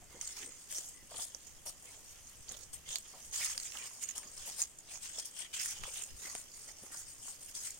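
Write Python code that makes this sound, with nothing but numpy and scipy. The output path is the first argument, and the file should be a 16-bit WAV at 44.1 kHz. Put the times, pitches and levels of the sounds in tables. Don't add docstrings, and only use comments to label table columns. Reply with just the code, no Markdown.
import sys
import numpy as np
from scipy import signal
from scipy.fft import rfft, irfft, next_fast_len
from scipy.io import wavfile
from scipy.ndimage import uniform_filter1d

SR = 44100
rng = np.random.default_rng(int(sys.argv[2]) if len(sys.argv) > 2 else 0)


def log_audio(samples):
    frames = np.atleast_2d(samples).T
    limited = np.clip(frames, -1, 1)
    pcm = np.round(limited * 32767).astype(np.int16)
    wavfile.write(sys.argv[1], SR, pcm)


N = 343539
TIME = np.arange(N) / SR


def from_db(db):
    return 10 ** (np.asarray(db) / 20)


def rms_one(x):
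    return x / np.sqrt(np.mean(x ** 2) + 1e-20)


def evened(x):
    power = uniform_filter1d(np.mean(x ** 2, axis=0), size=1100)
    return x / np.sqrt(np.abs(power) + 1e-9)


def panned(pan_db):
    return from_db(np.array([[.5], [-.5]]) * pan_db)


def add(out, start_s, sound):
    start = max(0, round(start_s * SR))
    out[:, start:start + sound.shape[1]] += sound[:, :N - start]


def drift(per_s):
    knots = rng.standard_normal(N // 20)
    return np.interp(TIME * per_s, np.arange(len(knots)), knots)


def stereo_noise(alike, size):
    common, own = rng.standard_normal(size), rng.standard_normal((2, size))
    return np.sqrt(alike) * common + np.sqrt(1 - alike) * own


def coloured(x, colour):
    size = 2 * next_fast_len(x.shape[-1] // 2 + 1024)
    hz, level_db = np.transpose(colour)
    bin_hz = np.arange(size // 2 + 1) * SR / size
    gain = rms_one(from_db(np.interp(np.log(bin_hz + 1), np.log(hz), level_db)))
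    cepstrum = irfft(np.log(gain))
    cepstrum[1:size // 2] *= 2
    cepstrum[size // 2 + 1:] = 0
    return irfft(rfft(x, size) * np.exp(rfft(cepstrum)))[..., :x.shape[-1]]


def resonator(hz, width_hz):
    r = np.exp(-np.pi * width_hz / SR)
    return np.array([1, 0, -1]) * (1 - r * r) / 2, [1, -2 * r * np.cos(2 * np.pi * hz / SR), r * r]


def resonance(x, hz, width_hz):
    return signal.lfilter(*resonator(hz, width_hz), x + 1e-18)


def ringing(x, hz, damping, ring_db, block=256):
    ring, state = np.zeros_like(x), np.zeros((2, 2))
    for i in range(0, N, block):
        span = slice(i, i + block)
        ring[:, span], state = signal.lfilter(*resonator(hz[i], damping * hz[i]), x[:, span], zi=state)
    return evened(x + from_db(ring_db) * ring)


def air():
    # peak_s, level_db
    puffs = [(1.18, -68), (2.4, -64), (2.51, -63), (2.9, -67), (3.29, -65), (4.403, -63), (5.825, -55),
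             (6.135, -54.5), (7.21, -73)]
    # frequency_hz, level_db
    breeze_colour = [(15, 3), (45, -4), (70, -1.5), (110, -8.5), (200, -18.5), (500, -31.5), (2000, -72)]
    # frequency_hz, level_db
    air_colour = [(30, 7.5), (120, 2.5), (300, 1.5), (700, -3), (1500, -6.5), (3200, -5.5), (4000, -11.5),
                  (6000, -6), (16000, -15)]
    puff_half_s, calm_db, hush_db = 0.024, -70, -63
    breeze = from_db(calm_db)
    for peak_s, level_db in puffs:
        breeze = breeze + from_db(level_db) * np.exp(-np.minimum(((TIME - peak_s) / puff_half_s) ** 2, 20))
    lumps = from_db(3.0 + 3.9 * drift(5.1))
    rumble = breeze * lumps * coloured(stereo_noise(0.38, N), breeze_colour)
    return rumble + from_db(hush_db) * coloured(stereo_noise(0.35, N), air_colour)


def whistles():
    # start_s, length_s, pitch_hz, width_hz, level_db
    tones = [(0.0, 0.65, 2084, 130, -70), (0.745, 0.042, 5800, 900, -45.5), (0.924, 0.12, 2000, 140, -69.5),
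             (1.662, 0.041, 5650, 700, -49), (1.865, 0.05, 2180, 220, -65), (3.404, .04, 2250, 500, -45),
             (5.539, 0.11, 2640, 600, -53)]
    out = np.zeros((2, N))
    for start_s, length_s, hz, width_hz, level_db in tones:
        band = resonance(stereo_noise(0.82, SR), hz, width_hz)
        tone = evened(rms_one(resonance(band, hz, width_hz)))
        swell = signal.windows.tukey(round(length_s * SR), .5)
        add(out, start_s, from_db(level_db) * tone[:, -len(swell):] * swell)
    return out


def load(start_s, press_s, hold_s):
    lift_s, spring_back_s = 0.0074, 0.044
    spring_share = from_db(-3.5)
    age = TIME - start_s
    lifted = np.maximum(age - press_s - hold_s, 0)
    release = (1 - spring_share) * np.exp(-np.minimum(lifted / lift_s, 20))
    settling = spring_share * np.exp(-np.minimum(lifted / spring_back_s, 20))
    return np.clip(age / press_s, 0, 1) * (release + settling)


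def trodden(load_powers, step_db, step_trait, stirred_db=0, resting_trait=0):
    # time_s, level_db
    brushing = [(0, -64), (.55, -55.5), (1.05, -59), (1.42, -58.5), (1.6, -61), (2.0, -54.5), (2.4, -58),
                (2.72, -59.5), (3.05, -55), (3.6, -51.5), (4.3, -53.5), (4.72, -62), (5.1, -57.5),
                (5.48, -56), (6.1, -53), (6.77, -56), (7.79, -55.5)]
    brushing_db = np.interp(TIME, *np.transpose(brushing))
    resting_power = from_db(brushing_db + stirred_db) ** 2
    step_power = from_db(step_db) ** 2
    total = resting_power + step_power @ load_powers
    trait = (resting_power * resting_trait + (step_power * step_trait) @ load_powers) / total
    return 10 * np.log10(total), trait


def crackle(slips_per_s, clump_db, ring_s, alike, low_hz, high_hz):
    leaves_per_s, leaf_life_s = 110, .08
    slip_spread_db, leaf_spread_db, ring_db = 3.6, 2.5, 9.5
    clumps = from_db(clump_db * drift(160))
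    chance = np.ones(N) * slips_per_s / (SR * leaves_per_s * leaf_life_s)
    bend = signal.windows.tukey(round(leaf_life_s * SR), .5)
    out, age = np.zeros((2, N)), TIME[:512]
    for start_s in np.arange(0, TIME[-1] - .002, 1 / leaves_per_s):
        span = slice(round(start_s * SR), round(start_s * SR) + len(bend))
        size = len(clumps[span])
        strengths = from_db(slip_spread_db * np.minimum(rng.exponential(1, size), 4.5))
        strengths *= rng.choice([-1, 1], size)
        slips = strengths * (rng.random(size) < chance[span]) * clumps[span] * bend[:size]
        hz = low_hz * (high_hz / low_hz) ** rng.random()
        flutter = stereo_noise(alike, len(age)) * np.exp(-age / ring_s)
        leaf = flutter + from_db(ring_db) * resonance(flutter, hz, hz / 10)
        gain = from_db(leaf_spread_db * rng.standard_normal())
        add(out, start_s, gain * signal.fftconvolve(slips[None], leaf, axes=1))
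    return out


def grass(level_db, pan_db, crisp_db):
    # frequency_hz, level_db
    grass_colour = [(500, -34), (1500, -10), (3000, -11), (3900, -12), (5200, -2), (6500, -3), (8500, -4.5),
                    (10500, -8), (13000, -14), (15000, -10.5), (16000, -4)]
    slips_per_s = 3500 * from_db(0.44 * (level_db + 55.5))
    blades = crackle(slips_per_s, clump_db=0.5, ring_s=0.0055, alike=0.0069, low_hz=2970, high_hz=13500)
    impulses = (rng.random(N) < 25 / SR) * np.minimum(rng.exponential(1, (2, N)), 3)
    ticks = np.array([signal.lfilter(rng.standard_normal(12), [1], side) for side in impulses])
    swish = evened(coloured(blades, grass_colour)) + from_db(-9.0) * ticks
    swish = swish + (from_db(crisp_db) - 1) * resonance(swish, hz=12100, width_hz=6600)
    return from_db(level_db - 2.5 + 1.85 * drift(35)) * panned(pan_db) * swish


def litter(level_db, leaf_hz):
    # frequency_hz, level_db
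    litter_colour = [(400, -8), (1000, -1), (1600, 1), (2150, -0.5), (2600, -3.5), (3200, 6.5),
                     (3900, -2.5), (6000, 2), (12000, -20)]
    folds = crackle(slips_per_s=700, clump_db=1.5, ring_s=0.011, alike=0.2, low_hz=842, high_hz=6140)
    crunch = ringing(coloured(folds, litter_colour), leaf_hz, damping=0.24, ring_db=13.5)
    return from_db(level_db - 0.8 + 4.5 * drift(35)) * crunch


def scuffs(level_db, scrape_hz):
    # frequency_hz, level_db
    scuff_colour = [(100, -8), (250, -12.5), (550, -5), (900, -4.5), (1300, -5.5), (2200, -33), (5000, -17)]
    grit = crackle(slips_per_s=1000, clump_db=2.5, ring_s=0.0021, alike=0.7, low_hz=249, high_hz=1856)
    scrape = ringing(coloured(grit, scuff_colour), scrape_hz, damping=0.36, ring_db=-0.5)
    return from_db(level_db - 3.0 + 2.8 * drift(25)) * scrape


def walking():
    # start_s, press_s, hold_s, grass_db, leaves_db, scuff_db, pan_db, crisp_db, leaf_hz, scrape_hz
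    steps = [(0.01, 0.0077, 0.0077, -81, -71, -60, -2, -2, 2120, 480),
             (0.095, 0.0095, 0.13, -55, -70, -62, -3, -8, 2150, 360),
             (0.19, 0.03, 0.11, -45.5, -62.5, -71, 1, -12, 2340, 330),
             (0.344, 0.03, 0.059, -45.5, -53.5, -57, -2.5, -2, 2430, 328),
             (0.672, 0.074, 0.049, -43, -58, -62, 1.5, 2.5, 3120, 570),
             (0.788, 0.01, 0.096, -51, -76, -67, 3, 8, 2990, 690),
             (1.093, 0.015, 0.12, -53, -59.5, -56.5, 0, -0.5, 3540, 630),
             (1.133, 0.083, 0.028, -42, -48.5, -68, 3, 6.5, 3670, 670),
             (1.462, 0.0072, 0.012, -51, -68, -69, -3, -16, 2910, 670),
             (1.651, 0.012, 0.036, -50, -58, -55.5, 1.5, 10.5, 2880, 636),
             (1.83, 0.018, 0.13, -57, -69, -65.5, -2.5, -3, 2250, 660),
             (2.47, 0.017, 0.058, -52, -56, -60.5, -3, -8, 3900, 604),
             (2.56, 0.011, 0.064, -52.5, -69, -65, -8.5, -7, 3180, 544),
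             (2.727, 0.006, 0.0082, -48.5, -56, -58.5, 0.5, 9, 2740, 690),
             (2.849, 0.07, 0.04, -45, -51, -60, 1, -0.5, 3420, 594),
             (3.317, 0.021, 0.12, -36, -51, -61, 1, -0.5, 2530, 920),
             (3.384, 0.015, 0.085, -45.5, -44, -57.5, -11, -5, 2400, 1000),
             (3.48, 0.007, 0.049, -42, -54, -87, 2, -1, 2480, 940),
             (3.59, 0.025, 0.057, -44, -56.5, -79, -1, -2, 2300, 940),
             (3.724, 0.019, 0.13, -46, -54, -55.5, -2.5, -5, 2330, 1040),
             (4.004, 0.023, 0.008, -49, -54.5, -86, -6, 10.5, 2180, 700),
             (4.149, 0.0078, 0.025, -43, -56.5, -54, 4, -2, 2890, 940),
             (4.355, 0.017, 0.081, -48.5, -60, -64.5, 0, -9, 2800, 630),
             (4.449, 0.013, 0.066, -43.5, -61.5, -58, 2.5, 0, 2780, 626),
             (4.554, 0.041, 0.018, -37, -74, -60, 2, -1.5, 2590, 990),
             (4.856, 0.1, 0.019, -44, -54, -60, 0, -4, 2560, 710),
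             (5.0, 0.029, 0.07, -47, -55, -98, 2, 0, 2600, 830),
             (5.105, 0.085, 0.012, -41.5, -53, -61, 1, -6, 3350, 710),
             (5.242, 0.0089, 0.025, -52, -60, -78, 1, 14.5, 3250, 540),
             (5.332, 0.079, 0.012, -45, -46, -62, 7.5, -2, 2920, 750),
             (5.527, 0.013, 0.038, -40, -47.5, -74, 1.5, 0, 2930, 930),
             (5.582, 0.017, 0.037, -36.5, -49.5, -72, -3.5, 1.5, 2380, 930),
             (5.635, 0.019, 0.074, -40.5, -54.5, -67, 0, -4.5, 2590, 760),
             (5.755, 0.011, 0.07, -50.5, -61, -62.5, -1, -12, 2740, 730),
             (5.828, 0.0047, 0.057, -47.5, -52.5, -55.5, 0, -5, 2800, 950),
             (5.89, 0.056, 0.076, -46, -56.5, -67, 0, 2, 2630, 930),
             (6.19, 0.062, 0.11, -45, -55, -56.5, 2, -4, 1940, 1070),
             (6.36, 0.017, 0.022, -51, -67, -84, 4, 9, 2210, 740),
             (6.481, 0.04, 0.13, -52, -70, -91, -2, -5, 2000, 765),
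             (6.675, 0.0036, 0.012, -51, -56.5, -62, 0, 3, 2010, 900),
             (6.815, 0.011, 0.048, -60, -66, -65, -5, 13, 2500, 290),
             (6.905, 0.021, 0.091, -46.5, -61.5, -68, 0, 1, 1520, 850),
             (7.0, 0.016, 0.12, -55, -80, -83, 3, 2, 2560, 600),
             (7.17, 0.092, 0.034, -48.5, -64, -64.5, 3.5, 5, 2810, 930),
             (7.394, 0.025, 0.012, -52.5, -84, -67, -1, 10, 2160, 530),
             (7.474, 0.0082, 0.02, -55, -64, -75, -1, 15, 2130, 530),
             (7.538, 0.009, 0.079, -44.5, -63.5, -70, 2, 0.5, 2390, 1000),
             (7.617, 0.041, 0.015, -38.5, -54, -80, 2.5, -2, 2330, 1080)]
    grass_db, leaves_db, scuff_db, pan_db, crisp_db, leaf_hz, scrape_hz = np.transpose(steps)[3:]
    load_powers = np.array([load(*step[:3]) for step in steps]) ** 2
    sweep_db, side_db = trodden(load_powers, grass_db, pan_db)
    _, bright_db = trodden(load_powers, grass_db, crisp_db)
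    crunch_db, crunch_hz = trodden(load_powers, leaves_db, leaf_hz, stirred_db=-14, resting_trait=2660)
    drag_db, drag_hz = trodden(load_powers, scuff_db, scrape_hz, stirred_db=-15.5, resting_trait=457)
    return grass(sweep_db, side_db, bright_db) + litter(crunch_db, crunch_hz) + scuffs(drag_db, drag_hz)


def thuds():
    # start_s, peak_db, pitch_hz, decay_s
    footfalls = [(0.022, -55.5, 540, 0.022), (0.143, -47.5, 360, 0.024), (0.424, -51, 230, 0.022),
                 (0.469, -53, 314, 0.025), (0.782, -50.5, 270, 0.0037), (1.025, -55, 169, 0.015),
                 (1.113, -44, 600, 0.0069), (1.142, -41.5, 580, 0.0074), (1.186, -43, 690, 0.015),
                 (1.345, -50, 457, 0.0077), (1.661, -45.5, 600, 0.012), (2.509, -49.5, 397, 0.012),
                 (3.135, -49, 596, 0.038), (3.751, -42, 965, 0.0087), (3.908, -51, 840, 0.0056),
                 (4.23, -47, 1700, 0.011), (4.252, -53.5, 179, 0.0083), (4.474, -46.5, 570, 0.015),
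                 (4.612, -49.5, 560, .008), (5.18, -45, 500, 0.0089), (5.833, -54, 151, 0.0058),
                 (6.245, -53, 260, .02), (6.35, -40.5, 520, 0.003), (6.82, -50, 140, 0.0038),
                 (6.833, -45, 307, 0.008), (6.904, -52.5, 239, .004), (6.944, -46, 845, 0.0054),
                 (7.275, -47.5, 990, 0.0099)]
    rise_s, grit_db, ground_hz, ground_db = .001, -19.5, 230, -8
    out, age = np.zeros((2, N)), TIME[:8192]
    for start_s, peak_db, hz, decay_s in footfalls:
        push = stereo_noise(.9, len(age)) * np.exp(-age / decay_s) * (1 - np.exp(-age / rise_s))
        knock = resonance(resonance(push, hz, .8 * hz), hz, 1.5 * hz)
        grit = resonance(resonance(push, 2.7 * hz, 2 * hz), 2.7 * hz, 2 * hz)
        thump = resonance(resonance(push, ground_hz, ground_hz), ground_hz, 2 * ground_hz)
        thud = knock + from_db(grit_db) * grit + from_db(ground_db) * thump
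        add(out, start_s, from_db(peak_db) * thud / np.abs(thud).max())
    return out


def snaps():
    # start_s, loudest_db, pan_db, give_s, ring_hz, ring_db, wood_db, bite_db
    fractures = [(0.212, -32.5, -1, 0.00027, 6400, 12, 4, -24),
                 (0.2744, -36, -3, 0.00032, 4500, -5, -27, -24.0),
                 (0.424, -53, 6, 0.00013, 1980.0, -3, 2, -22), (0.7085, -43, 3, 0.00018, 8800, 8, 5, -16.0),
                 (0.714, -38.5, 4.5, 0.0002, 9000, 6, -7, -2), (0.725, -35, 6, 0.00019, 6040, 0, -5, -1),
                 (0.7473, -42, -6.0, 0.0002, 6060, 12, -24.0, -24.0),
                 (0.7831, -32.5, 0, 0.0002, 6200, 10, -3, -11.0),
                 (1.3475, -34.5, -7, 0.00023, 5700, 28, -11, 0),
                 (1.6686, -40.5, 3, 0.00044, 5650, 10.0, 9, 6),
                 (2.4918, -40, -13, 0.00034, 6200, 20, -12, -24.0),
                 (2.514, -44.5, 1, 0.0006, 3300, 6, 8, -24), (2.5203, -39, 1, 0.0001, 9400, 8, -9, -2),
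                 (2.888, -39.5, 1, 0.0019, 3470, 6, -10, -24), (2.926, -40, -5, 0.0017, 6460, 13, -2, -24),
                 (2.957, -25.5, -6, 0.000097, 4400, 11, -13, -12),
                 (2.9845, -36, 2, 0.0002, 3190.0, -12, -24.0, 2),
                 (3.446, -35.5, -9, 0.00017, 6900, 10.0, -24.0, -7.0),
                 (3.4604, -36, -9, 0.00016, 6120.0, -8, 4, -7.0),
                 (3.5776, -29.5, -1, 0.00021, 4900, 21, 11, -20),
                 (3.5995, -35.5, -2, 0.00054, 4530, 2, -6, -20),
                 (3.6328, -37, 7, 0.00014, 5940, -5, -16, -24.0),
                 (3.7211, -39.5, -8, 0.0002, 2670, 12, 8, -20), (3.771, -38, -7, 0.00042, 2900, 14, 6, -24),
                 (3.839, -45, -8, 0.0003, 7060, 8, -10, -24),
                 (4.036, -35.5, -22, 0.0027, 6970, 22, -14, -14),
                 (4.088, -35, -20, 0.0011, 6600, 15, 11, -24),
                 (4.099, -42, -12, 0.00056, 6850, 16, -9, -24.0),
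                 (4.1084, -40.5, -3, 0.0014, 6470, 15, 10, -24),
                 (4.1797, -33, -1, 0.00032, 8750, -3.0, -6, -7.0),
                 (4.3774, -42.5, 1.0, 0.00046, 5350, 24, -16.0, -11.0),
                 (4.499, -40, -1, 0.00015, 6760, 6, 6, -24.0),
                 (4.6178, -23, 3.5, 0.00036, 6600, -9, -8.5, -20),
                 (4.624, -28.5, -5, 0.00025, 6730, 1, -11.0, -5),
                 (4.637, -35, 1.0, 0.00018, 6350, 9, -27, -16.0),
                 (4.785, -45, 3, 0.0022, 7140, 14, -24.0, -15), (5.184, -35, 2, 0.0036, 5500, 9, -4, -16.0),
                 (5.198, -31.5, 14, 0.00041, 5800, 22, -24.0, -16.0),
                 (5.255, -40.5, 15, 0.0012, 9300.0, 15, -11.0, -1),
                 (5.404, -40, 9, 0.00022, 7840.0, 5.0, -10, -11.0),
                 (5.658, -33.5, 2, 0.00045, 1710, -2.5, -22, 0),
                 (5.8367, -33, 1, 0.000093, 1300, 24, 5, -24.0),
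                 (6.022, -37.5, -18, 0.00025, 8400, 13, -11, -9),
                 (6.0368, -36, -3, 0.00019, 7360, 8, -10, -26),
                 (6.351, -33.5, 1, 0.0003, 1200, -15, 1, -24), (6.972, -42, -7, 0.0012, 6700, 7, -14, -4),
                 (7.461, -39.5, -17, 0.00013, 9300, 16, -10, -20),
                 (7.551, -37.5, 13, 0.0011, 4900, 2, -26, -24.0),
                 (7.7046, -39.5, 4, 0.0014, 10420.0, 0, -27, -24.0)]
    # frequency_hz, level_db
    snap_colour = [(300, -40), (1500, -56), (4000, -5), (5500, -5), (7000, 4.5), (9000, -2.5), (12000, -16),
                   (16000, -37)]
    out, age = np.zeros((2, N)), TIME[:4096]
    tail = from_db(-22) * np.exp(-age / .012)
    for start_s, loudest_db, pan_db, give_s, ring_hz, ring_db, wood_db, bite_db in fractures:
        torn = np.minimum(age / max(give_s, .0001), 1)
        decay_s = .0007 + 2 * give_s
        strain = torn * (np.exp(-age / decay_s) + tail)
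        fibres = np.sign(stereo_noise(0.27, len(age))) * strain
        crack = rms_one(coloured(fibres, snap_colour))
        for hz, width_hz, db in (ring_hz, 400, ring_db), (2380, 3100, wood_db), (13000, 5500, bite_db):
            crack += from_db(db) * rms_one(resonance(fibres, hz, width_hz))
        loudest = np.sqrt(uniform_filter1d(crack ** 2, size=14).max(axis=1, keepdims=True))
        add(out, start_s, from_db(loudest_db) * rms_one(panned(pan_db)) * crack / loudest)
    return out


def scene():
    return walking() + snaps() + thuds() + whistles() + air()


def record(dry):
    # centre_hz, width_hz, gain_db
    ports = [
        [(8490, 625, 11), (15400, 2000, -31)],
        [(6746, 610, 10.5), (1900, 310, 3.5), (13400, 1400, 3)],
    ]
    cutoff_hz = 15800
    sides = [x + sum((from_db(db) - 1) * resonance(x, hz, width_hz) for hz, width_hz, db in port)
             for x, port in zip(dry, ports)]
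    return signal.sosfilt(signal.ellip(10, .2, 70, cutoff_hz, fs=SR, output="sos"), sides)


dry = scene()
out = record(dry)
log_audio(out)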